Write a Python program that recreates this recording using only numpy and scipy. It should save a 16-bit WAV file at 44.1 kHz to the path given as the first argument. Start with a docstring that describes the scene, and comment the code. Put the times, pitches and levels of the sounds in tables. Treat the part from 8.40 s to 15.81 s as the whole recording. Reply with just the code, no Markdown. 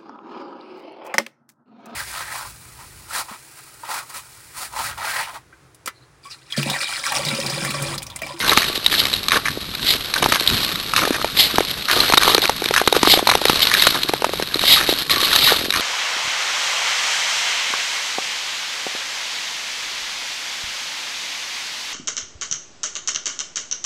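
"""Long skates on clear lake ice

Out on the open ice, heard from a camera carried by the skater behind. The blades hiss as they glide,
swell at each push-off and sing faintly; one that is set down clacks and crunches, falling in pitch
as it takes the weight. Chips snap off the edge and bumps send short bending-wave chirps through
the ice. Air rumbles faintly on the microphone, which overloads on the peaks."""
import sys
import numpy as np
from scipy import signal
from scipy.fft import rfft, irfft
from scipy.io import wavfile

SR = 44100
rng = np.random.default_rng(int(sys.argv[2]) if len(sys.argv) > 2 else 0)


def digitize_waveform(pressure):
    """Quantize a signal to 16-bit integers and store it at the path in sys.argv[1].

    Rows of a 2-D input are taken as channels; values are limited to [-1, 1].
    """
    field = np.atleast_2d(pressure).T
    bounded = np.clip(field, -1, 1)
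    quanta = np.round(bounded * 32767).astype(np.int16)
    wavfile.write(sys.argv[1], SR, quanta)


N = 326823
TIME = np.arange(0, N + 32, 32) / SR  # coarse clock for the envelopes, in seconds


def from_db(db):
    """Decibels to gain."""
    return 10 ** (np.asarray(db) / 20)


def rms_one(x):
    """Scale to an rms of 1."""
    return x / np.sqrt(np.mean(x ** 2) + 1e-20)


def drift(rate):
    """Smooth random wander with about `rate` turns a second; rms 1."""
    step, settle = 40, 2000
    pole = np.exp(-2 * np.pi * rate * step / SR)
    noise = rng.standard_normal(N // step + settle + 2)
    slow = signal.lfilter([1], [1, -2 * pole, pole * pole], noise)[settle:]
    return np.interp(np.arange(N) / step, np.arange(len(slow)), rms_one(slow))


def coloured(x, colour, size=4096):
    """Minimum-phase filter with a spectrum given as (Hz, dB) points; rms 1."""
    hz, db = np.transpose(colour)
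    bins_hz = np.linspace(1, SR / 2, size // 2 + 1)
    log_gain = np.log(from_db(np.interp(np.log(bins_hz), np.log(hz), db)))
    cepstrum = irfft(log_gain)[:size // 2]
    causal = np.r_[cepstrum[0], 2 * cepstrum[1:]]
    response = irfft(np.exp(rfft(causal, size)))
    return rms_one(signal.fftconvolve(x, response)[:N])


def resonate(x, hz, width_hz):
    """A steady resonance with gain 1 at its peak."""
    r = np.exp(-np.pi * width_hz / SR)
    feedback = [1, -2 * r * np.cos(2 * np.pi * hz / SR), r * r]
    return signal.lfilter(np.array([1, 0, -1]) * (1 - r * r) / 2, feedback, x)


def sweep(x, hz, width_hz):
    """A resonance whose centre follows the curve hz."""
    turn = np.exp(2j * np.pi * np.cumsum(hz) / SR)
    r = np.exp(-np.pi * width_hz / SR)
    return (signal.lfilter([1 - r], [1, -r], x / turn) * turn).real


def add(track, s, sound):
    """Mix a short sound into a track at time s."""
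    start = int(np.clip(s * SR, 0, N - 1))
    track[start:start + len(sound)] += sound[:N - start]


def swell(s, rise_s, fall_s):
    """A rounded peak at time s with exponential flanks."""
    from_peak = (TIME - s) / np.where(TIME < s, rise_s, fall_s)
    return 1 / np.cosh(np.clip(from_peak * np.pi / 2, -40, 40))


def held(s, length_s, attack_s, release_s, fade_db_per_s=0):
    """Attack, a hold that may fade, release."""
    age = np.maximum(TIME - s, 0)
    release = np.exp(-np.maximum(age - length_s, 0) / release_s)
    return np.minimum(age / attack_s, 1) * from_db(-fade_db_per_s * age) * release


def together(envelopes):
    """Add coarse envelopes in power and spread the sum over the samples."""
    power = sum(envelope ** 2 for envelope in envelopes)
    return np.interp(np.arange(N) / SR, TIME, np.sqrt(power + 1e-18))


def fractures(per_s, spread_db, decay_s):
    """Envelope of tiny fractures: random starts, uneven sizes, each dying fast; rms 1."""
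    sizes = from_db(spread_db * np.minimum(rng.exponential(1, N), 3))
    born = rng.random(N) < per_s / SR
    power = signal.lfilter([1], [1, -np.exp(-2 / (decay_s * SR))], born * sizes ** 2 + 1e-18)
    return rms_one(np.sqrt(power))


def gritty(grain_db):
    """Noise whose strength jumps from one ice grain to the next."""
    return rms_one(rng.standard_normal(N) * from_db(grain_db * drift(500)))


def through_blade(x, trip_s=0.00172, wander=0.055, reflected=0.33):
    """The steel sheds the lows and echoes twice; a shifting contact moves the squeaky overtones."""
    highs = signal.sosfilt(signal.butter(4, 980, "high", fs=SR, output="sos"), x)
    now = np.arange(N)
    earlier = now - trip_s * SR * (1 + wander * drift(11))
    once = np.interp(earlier, now, highs)
    twice = np.interp(earlier, now, once)
    return rms_one(highs + reflected * once + reflected ** 2 * twice)


# Strokes ahead of the microphone. 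Each row: start in seconds, level in dB, length in seconds.
GLIDES = [(0.043, -21.5, 0.19), (0.572, -27, 0.12), (1.976, -30, 0.23), (2.536, -26.5, 0.15),
          (3.082, -27.5, 0.14), (3.497, -19.5, 0.18), (3.791, -19.5, 0.13), (5.048, -24, 0.55),
          (6.216, -25.5, 0.22), (6.703, -25.5, 0.54)]
# The unbroken hiss under the strokes. Each row: time in seconds, relative level in dB.
COASTING = [(0.0, -28), (0.45, -27.5), (0.7, -28.5), (1.24, -31), (1.8, -27), (2.16, -25), (2.37, -27),
            (3.51, -28), (3.73, -26), (4.19, -28), (5.03, -26), (5.39, -21), (5.78, -31), (6.55, -25.5),
            (6.685, -31.5), (6.74, -26), (7.02, -19), (7.41, -34)]


def gliding():
    """Envelope of blade friction: it rises as a skate is set down and fades through the stroke."""
    strokes = [from_db(db) * held(s, length, attack_s=0.026, release_s=0.047, fade_db_per_s=11.5)
               for s, db, length in GLIDES]
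    coasting = from_db(np.interp(TIME, *np.transpose(COASTING)) - 2)
    return together(strokes + [coasting])


# Tone of a gliding and of a pushing edge. Each row: frequency in Hz, relative level in dB.
GLIDE_COLOUR = [(150, -5.5), (400, -4.5), (800, -8.5), (1500, -5.5), (2500, -3.5), (3300, -0.5),
                (4500, -1.5), (5600, -10.5), (7000, -17.5), (9500, -18), (12000, -12)]
PUSH_COLOUR = [(200, -14), (800, -12), (1500, -21), (2100, -3.5), (2500, -9), (3100, 1), (4000, -0.5),
               (4900, -3), (5700, -16.5), (7000, -18), (9500, -19.5), (12000, -11)]
# Brief skids of the edge. Each row: start in seconds, level in dB, length in seconds.
SKIDS = [(0.164, -19, 0.025), (0.269, -25, 0.035), (0.346, -21.5, 0.018), (0.511, -18.5, 0.041),
         (0.711, -27, 0.052), (0.922, -22, 0.05), (1.88, -24, .07), (3.3, -20, 0.012), (4.014, -19, 0.029),
         (4.544, -22, 0.023), (5.212, -11, 0.021), (5.678, -22, 0.013), (6.477, -20.5, 0.05),
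         (6.57, -25.5, 0.058), (6.701, -12.5, 0.017), (6.832, -17, .02), (6.921, -18, 0.046),
         (7.369, -22, 0.048)]
# The skater ahead pushes off, a strong foot and a weak foot in turn.
# Each row: time of the peak in seconds, level in dB, rise and fall in seconds.
PUSHES = [(0.592, -13.5, 0.016, 0.02), (1.495, -13.5, 0.037, 0.045), (2.23, -22, 0.062, 0.034),
          (3.002, -10, 0.027, 0.058), (3.91, -15.5, 0.025, 0.016), (4.72, -9.5, 0.054, 0.045),
          (5.42, -19, 0.042, 0.11), (6.315, -8, 0.053, 0.062), (7.055, -12, 0.047, 0.084)]


def edge_hiss(friction):
    """A gliding edge crackles; under pressure it shaves the ice in a denser, narrower hiss."""
    pushing = together(from_db(db) * swell(s, rise, fall) for s, db, rise, fall in PUSHES)
    skidding = together(from_db(db) * held(s, length, attack_s=0.0062, release_s=0.0092)
                        for s, db, length in SKIDS)
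    level = np.sqrt(friction ** 2 + skidding ** 2 + pushing ** 2)
    shaving = 1 / (1 + (from_db(-19) / level) ** 5.8)  # share of the narrow hiss
    crackle = np.hypot(0.8, fractures(per_s=120, spread_db=2.5, decay_s=0.0026))
    glide = from_db(1.27) * coloured(gritty(grain_db=1) * crackle, GLIDE_COLOUR)
    push = from_db(-0.67) * coloured(gritty(grain_db=3) * from_db(1.7 * drift(150)), PUSH_COLOUR)
    return level * (np.sqrt(1 - shaving) * glide + np.sqrt(shaving) * push)


# A blade takes weight and bites into the lake's surface.
# Each row: start in seconds, level in dB, length in seconds, starting pitch in Hz.
BITES = [(0.0, -22.5, 0.15, 1830), (0.112, -20.5, 0.018, 1300), (0.216, -18, 0.014, 2100),
         (0.522, -25.5, 0.015, 1540), (0.921, -19.5, 0.049, 1560), (1.056, -19.5, 0.021, 1910),
         (1.754, -21, 0.025, 1680), (1.823, -16.5, 0.011, 1260), (1.935, -17.5, 0.027, 1820),
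         (2.567, -19.5, 0.068, 1650), (2.721, -25, 0.059, 1670), (3.486, -23, 0.15, 1660),
         (3.795, -20.5, 0.15, 1640), (4.035, -20, 0.015, 1350), (4.367, -18, 0.041, 1810),
         (4.539, -19, 0.032, 1510), (4.648, -30.5, 0.13, 1200), (4.877, -33, 0.063, 1200),
         (5.308, -23.5, 0.059, 1950), (5.396, -18.5, 0.043, 1900), (5.484, -27.5, 0.1, 1680),
         (6.347, -21, 0.081, 1920), (6.704, -28, 0.041, 2400), (6.902, -22, 0.07, 1810),
         (7.052, -18.5, 0.09, 1890), (7.329, -22.5, 0.086, 1790)]


def crushing(friction, sag_octaves_per_s=6, loaded_hz=1140, grind_hz=1410):
    """Strength and pitch of the crunch: the strongest contact leads, sinking as the weight comes on."""
    bites = [from_db(db) * held(s, length, attack_s=0.004, release_s=0.012, fade_db_per_s=34)
             for s, db, length, _ in BITES]
    pitches = [np.maximum(hz * 2 ** (-sag_octaves_per_s * np.maximum(TIME - s, 0)), loaded_hz)
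               for s, _, _, hz in BITES]
    grind = from_db(-9) * friction  # light crushing under a gliding blade
    strength = np.hypot(together(bites), grind)
    weighted_pitch = together(bite * hz for bite, hz in zip(bites, pitches))
    return strength, np.hypot(weighted_pitch, grind * grind_hz) / strength


# Tone of crushed ice. Each row: frequency in Hz, relative level in dB.
CRUNCH_COLOUR = [(120, -6), (350, 4), (750, -1.5), (1150, 0.5), (2300, -1), (2800, -3.5), (4200, -14.5),
                 (5200, -8.5), (6400, -8), (7400, -24.5), (10000, -11.5), (12000, -18.5)]


def crunch(strength, centre_hz):
    """The surface gives way in fine slips: a thin pitched rasp at first, more body once loaded."""
    slips = np.hypot(0.3, fractures(per_s=220, spread_db=2.5, decay_s=0.0024))
    crushed = coloured(gritty(grain_db=0.7) * slips, CRUNCH_COLOUR)
    thin = through_blade(crushed)
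    loaded = np.clip((1650 - centre_hz) / 400, 0.1, 1)
    body = signal.sosfilt(signal.butter(4, 1000, fs=SR, output="sos"), crushed) * loaded
    rasp = rms_one(sweep(thin, centre_hz * (1 + 0.1 * drift(28)), width_hz=96))
    return strength * (from_db(-2) * thin + from_db(3) * body + from_db(-5) * rasp)


# Tone of air right on the microphone. Each row: frequency in Hz, relative level in dB.
WIND_COLOUR = [(20, -34), (45, 0), (80, -5), (150, 0.5), (300, -8), (700, -43), (2000, -35)]
# Gusts on the microphone. Each row: start in seconds, level in dB, length in seconds.
GUSTS = [(2.071, -24.5, .08), (2.31, -33, 0.064)]


def wind(start_db=-39.5, end_db=-43):
    """Carried through the air, the microphone picks up a lumpy rumble that eases along the way."""
    steady = from_db(np.linspace(start_db, end_db, len(TIME)))
    gusts = [from_db(db) * held(s, length, attack_s=0.012, release_s=0.033) for s, db, length in GUSTS]
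    lumps = from_db(4 * drift(8.8))
    return together(gusts + [steady]) * lumps * coloured(rng.standard_normal(N), WIND_COLOUR)


def ice_chirp(hz, rebound_s, octaves, rebound_db, delay_cycles=0.749, size=1024):
    """High bending waves outrun low ones, so a blow arrives as a falling chirp with a duller rebound."""
    f = np.linspace(1, SR / 2, size // 2 + 1)
    band = 1 / np.sqrt(1 + (np.log2(f / hz) / octaves) ** 6)
    dispersion = np.exp(-4j * np.pi * delay_cycles * np.sqrt(f / hz))
    rebound = from_db(rebound_db) * np.exp(-2j * np.pi * f * rebound_s) / (1 + 1j * f / hz)
    wave = irfft(band * dispersion * (1 + rebound))
    return wave / np.abs(wave).max()


def plop(pitch, middle_hz=322, spread_octaves=0.78):
    """A shallow bump bends the ice without jarring the skate: a round, low chirp; pitch runs 0-1."""
    hz = middle_hz * 2 ** (spread_octaves * (pitch - 0.5))
    return ice_chirp(hz, rebound_s=0.0026, octaves=0.71, rebound_db=-11.5)


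# Shallow bumps in the lake ice. Each row: start in seconds, relative peak level in dB.
PLOPS = [(0.299, -15), (0.377, -17), (1.173, -12), (1.55, -17), (1.842, -13), (1.887, -13), (2.011, -15),
         (2.65, -11.5), (2.795, -17.5), (3.14, -13.5), (3.565, -9.5), (4.259, -14.5), (4.826, -7.5),
         (5.13, -14), (5.647, -17), (5.866, -12), (6.024, -12), (6.525, -6), (6.735, -18), (6.769, -16),
         (6.828, -13), (7.213, -15), (7.238, -16.5), (7.259, -16), (7.283, -15.5)]


def ripples(strength, patter_count=110):
    """Uneven ice under the blades: clear plops over a steady soft patter, stronger under load."""
    out = np.zeros(N)
    for (s, db), pitch in zip(PLOPS, rng.random(len(PLOPS))):
        add(out, s, from_db(db - 1.1) * plop(pitch))
    load = np.maximum(strength / from_db(-30), 1)
    for slot, (offset, size, pitch) in enumerate(rng.random((patter_count, 3))):
        at = int((slot + offset) / patter_count * N)
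        add(out, at / SR, from_db(-31 + 5.2 * size ** 2) * load[at] ** 0.12 * plop(pitch))
    return out


# A blade sings on its edge. Each row: start in seconds, level in dB, length in seconds.
SONGS = [(0.08, -39, 0.31), (2.106, -40, 0.32), (5.096, -37, 0.2), (6.697, -29.5, .18)]


def blade_song(hz=1135, width_hz=66, floor_db=-51.5):
    """Friction keeps one narrow mode of the steel ringing, now and then more strongly."""
    songs = [from_db(db) * held(s, length, attack_s=0.015, release_s=0.02) for s, db, length in SONGS]
    mode = resonate(resonate(rng.standard_normal(N), hz, width_hz), hz, width_hz)
    return together(songs + [from_db(floor_db)]) * rms_one(mode)


# Hard bumps in the skater's path. Each row: start in seconds, relative level in dB,
# nominal pitch in Hz (the chirp is centred lower).
KNOCKS = [(0.092, -21, 1020), (0.12, -18, 550), (0.174, 0, 990), (1.826, -12, 1260), (1.86, -9, 1030),
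          (1.923, -4, 1120), (2.675, -15, 670), (2.706, -13, 443), (2.845, -11, 900), (3.183, -5, 716),
          (3.206, -12, 655), (3.699, -14, 745), (3.724, -14, 1240), (3.737, -3, 960), (3.776, -4, 1260),
          (3.878, -6.5, 1030), (3.948, -9.5, 714), (3.981, -12.5, 535), (4.027, -18, 800),
          (4.095, -6.5, 920), (4.22, -16, 686), (4.309, -12.5, 730), (4.415, -11, 806), (4.4751, -1.5, 770),
          (4.526, -7.5, 784), (4.565, -7, 630), (4.631, -3, 770), (4.673, -6.5, 610), (4.738, -8, 830),
          (4.774, -12, 656), (4.793, -14.5, 860), (4.871, -9.5, 1080), (4.891, -8.5, 1100),
          (4.921, -15, 960), (4.952, -7, 800), (5.016, -17.5, 874), (5.054, -9, 730), (5.097, -3, 665),
          (5.469, 1, 1070), (5.694, -16, 615), (5.736, -11.5, 850), (5.821, -16, 820), (5.844, -8, 1080),
          (5.893, -20, 660), (5.935, -15.5, 690), (5.998, -17, 680), (6.157, -19.5, 525), (6.238, -16, 725),
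          (6.49, -12, 590), (7.121, -11.5, 750)]


def knocks():
    """A blade strikes a bump: the ice chirps, the skate comes down again and the binding rattles."""
    chirps, rattle = np.zeros(N), np.zeros(N)
    t = np.arange(int(0.03 * SR)) / SR
    for (s, db, hz), late in zip(KNOCKS, rng.random(len(KNOCKS))):
        octaves = max(1.77 + 0.17 * db, 0.5)  # half bandwidth: softer bumps are rounder
        chirp = ice_chirp(0.73 * hz, rebound_s=0.00179 + 0.0014 * late, octaves=octaves, rebound_db=-6.5)
        add(chirps, s, from_db(db + 7.5) * chirp)
        add(rattle, s, from_db(db - 0.5) * np.exp(-t / 0.0027))
    skate_ring = from_db(-5.5) * resonate(chirps, hz=1240, width_hz=170)
    skate_ring += from_db(-10) * resonate(chirps, hz=890, width_hz=220)
    low_middle = from_db(-11.5) * resonate(chirps, hz=610, width_hz=260)  # cut for a dry knock
    return chirps + skate_ring - low_middle + rattle * coloured(rng.standard_normal(N), CRUNCH_COLOUR)


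# Ice chips snap off at the edge. Each row: time in seconds, relative tick and crunch levels in dB.
CHIPS = [(0.095, -1.5, -13), (0.221, -11, -23), (0.463, 6, -17), (0.499, -17, -21), (0.654, -7, -19),
         (0.731, -10, -29), (0.738, -4.5, -38), (0.884, -3, -12), (1.351, -13.5, -25), (1.739, -6.5, -11),
         (1.826, -16, -9.5), (1.842, -7.5, -12), (1.921, -30, -9), (1.998, -9, -21), (2.007, -7.5, -18.5),
         (2.075, 0.5, -26), (2.091, -11, -27), (2.1, -6, -16), (2.357, -12.5, -22), (3.513, -6, -10.5),
         (3.604, 1.5, -21), (3.7227, -22, -10), (3.742, -3.5, -9), (3.773, -6, -8), (3.779, 3, -10),
         (3.833, -19, -7.5), (3.947, 5.5, -10), (3.98, -23, -13), (4.055, -21, -11.5), (4.077, -12.5, -22),
         (4.095, -16, -17), (4.241, -12, -15), (4.258, -13, -15.5), (4.287, -13, -16), (4.478, -6, -25),
         (4.526, -4, -17), (4.63, -9, -13), (4.873, -2.5, -9), (4.896, -7, -10), (4.9, -4, -14),
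         (4.953, -8, -16), (5.054, -5.5, -7), (5.084, -9, -17), (5.204, -9, -18), (5.271, -2.5, -12.5),
         (5.298, -12, -20), (5.339, -2.5, -9), (5.396, -4, -25), (5.422, 3, -10), (5.472, -3.5, -17),
         (5.544, -12, -21), (5.633, -4.5, -17), (5.737, -15, -15), (5.847, -20, -16.5), (6.024, -12, -16),
         (6.143, -5.5, -19), (6.193, -10.5, -19), (6.6972, -10, -13), (6.716, -9, -22), (6.76, -12, -17),
         (6.804, -10, -17), (6.814, -6, -16), (6.832, -7.5, -17), (6.88, -21, -18), (6.93, -8, -12),
         (6.961, -1, -4.5), (7.251, -14, -23), (7.305, -6, -16.5), (7.325, -13, -18), (7.362, -10.5, -16)]


def chips(attack_s=0.00058, tear_s=0.0036, chatter_hz=3975, wander=0.064):
    """A chip tears off in milliseconds: the edge chatters in a metallic tick, over a little crunch."""
    tick_level, crunch_level = np.zeros(N), np.zeros(N)
    t = np.arange(int(4 * tear_s * SR)) / SR
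    burst = np.minimum(t / attack_s, 1) * np.exp(-(t / tear_s) ** 2)
    for s, tick_db, crunch_db in CHIPS:
        add(tick_level, s - attack_s, from_db(tick_db) * burst)
        add(crunch_level, s - attack_s, from_db(crunch_db) * burst)
    phase = 2 * np.pi * np.cumsum(chatter_hz * (1 + wander * drift(300))) / SR
    chatter = rms_one(np.sin(phase) + from_db(-19) * np.sin(2 * phase))
    tick = rms_one(chatter + from_db(1) * coloured(gritty(grain_db=3), PUSH_COLOUR))
    crushed = through_blade(coloured(gritty(grain_db=0.5), CRUNCH_COLOUR))
    return from_db(-6) * tick_level * tick + from_db(1.1) * crunch_level * crushed


# Modes of the struck steel. Each row: frequency in Hz, level in dB, seconds to die away by 60 dB.
BLADE_MODES = [(1200, -3.5, 0.017), (1730, -4.5, 0.0095), (2330, -5.5, .012), (4050, 7, 0.011)]
# Blades land ahead of the microphone. Each row: start in seconds, level in dB, contact pitch in Hz.
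CLACKS = [(0.132, -2, 1300), (0.54, -5, 2100), (0.908, -8, 2200), (0.9189, 0, 1750), (1.056, -9, 1600),
          (1.083, -7, 1760), (2.536, -4, 1150), (2.563, 1.5, 1720), (2.592, -9, 1600), (2.652, -4.5, 1310),
          (2.815, -12, 1190), (3.485, -3.5, 1650), (3.498, -6, 1520), (4.3393, -0.5, 1710),
          (4.3624, 0.5, 1600), (4.379, -0.5, 1970), (4.399, -9, 1300), (4.65, -6, 1100), (4.9139, 0, 1390),
          (4.937, -7, 1500), (5.315, -4.5, 1800), (5.349, -4.5, 1780), (6.6965, -8, 2400),
          (7.074, -5, 1400), (7.348, -10, 1820)]


def clacks(falloff_db_per_octave=18, detune=0.065, grit_db=-9.5, grit_s=0.0049):
    """A blade slaps the ice and rings, favouring modes near the pitch of the contact; grit follows."""
    steel, grit = np.zeros(N), np.zeros(N)
    t = np.arange(int(0.04 * SR)) / SR
    hz, mode_db, t60 = np.transpose(BLADE_MODES)
    decays = from_db(-60 * t / t60[:, None])
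    signs = (-1) ** np.arange(len(hz))
    for s, db, contact_hz in CLACKS:
        level_scatter, pitch_scatter = rng.standard_normal((2, len(hz)))
        octaves_away = np.abs(np.log2(hz / contact_hz))
        gains = from_db(mode_db - falloff_db_per_octave * octaves_away + 2 * level_scatter)
        rings = np.sin(2 * np.pi * np.outer(hz * (1 + detune * pitch_scatter), t)) * decays
        wave = (gains * signs) @ rings
        add(steel, s, from_db(db) * wave / np.abs(wave).max())
        add(grit, s, from_db(db + grit_db) * np.exp(-t / grit_s))
    ringing = signal.sosfilt(signal.butter(2, 800, "high", fs=SR, output="sos"), steel)
    return ringing + grit * through_blade(coloured(rng.standard_normal(N), CRUNCH_COLOUR))


def scene():
    """Open ice gives no echo: everything reaches the one microphone dry."""
    friction = gliding()
    strength, centre_hz = crushing(friction)
    sliding = edge_hiss(friction) + crunch(strength, centre_hz) + blade_song()
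    impacts = chips() + clacks() + knocks() + ripples(strength)
    return (sliding + impacts + wind())[None]


# Resonances of the camera's microphone opening. Each row: frequency in Hz, width in Hz, lift in dB.
MIC_RESONANCES = [(3813, 176, 6), (4200, 170, 5.5), (7890, 960, 4.5), (11700, 380, 8)]


def record(dry, cutoff_hz=12250):
    """At the camera: the microphone opening rings, peaks overload and the top treble is cut."""
    ringing = sum((from_db(db) - 1) * resonate(dry, hz, width) for hz, width, db in MIC_RESONANCES)
    lowpass = signal.ellip(10, 0.2, 70, cutoff_hz, fs=SR, output="sos")
    band = signal.sosfilt(lowpass, dry + ringing)
    overloaded = band / (1 + band ** 8) ** (1 / 8)
    return signal.sosfilt(lowpass, overloaded)


dry = scene()
out = record(dry)
digitize_waveform(out)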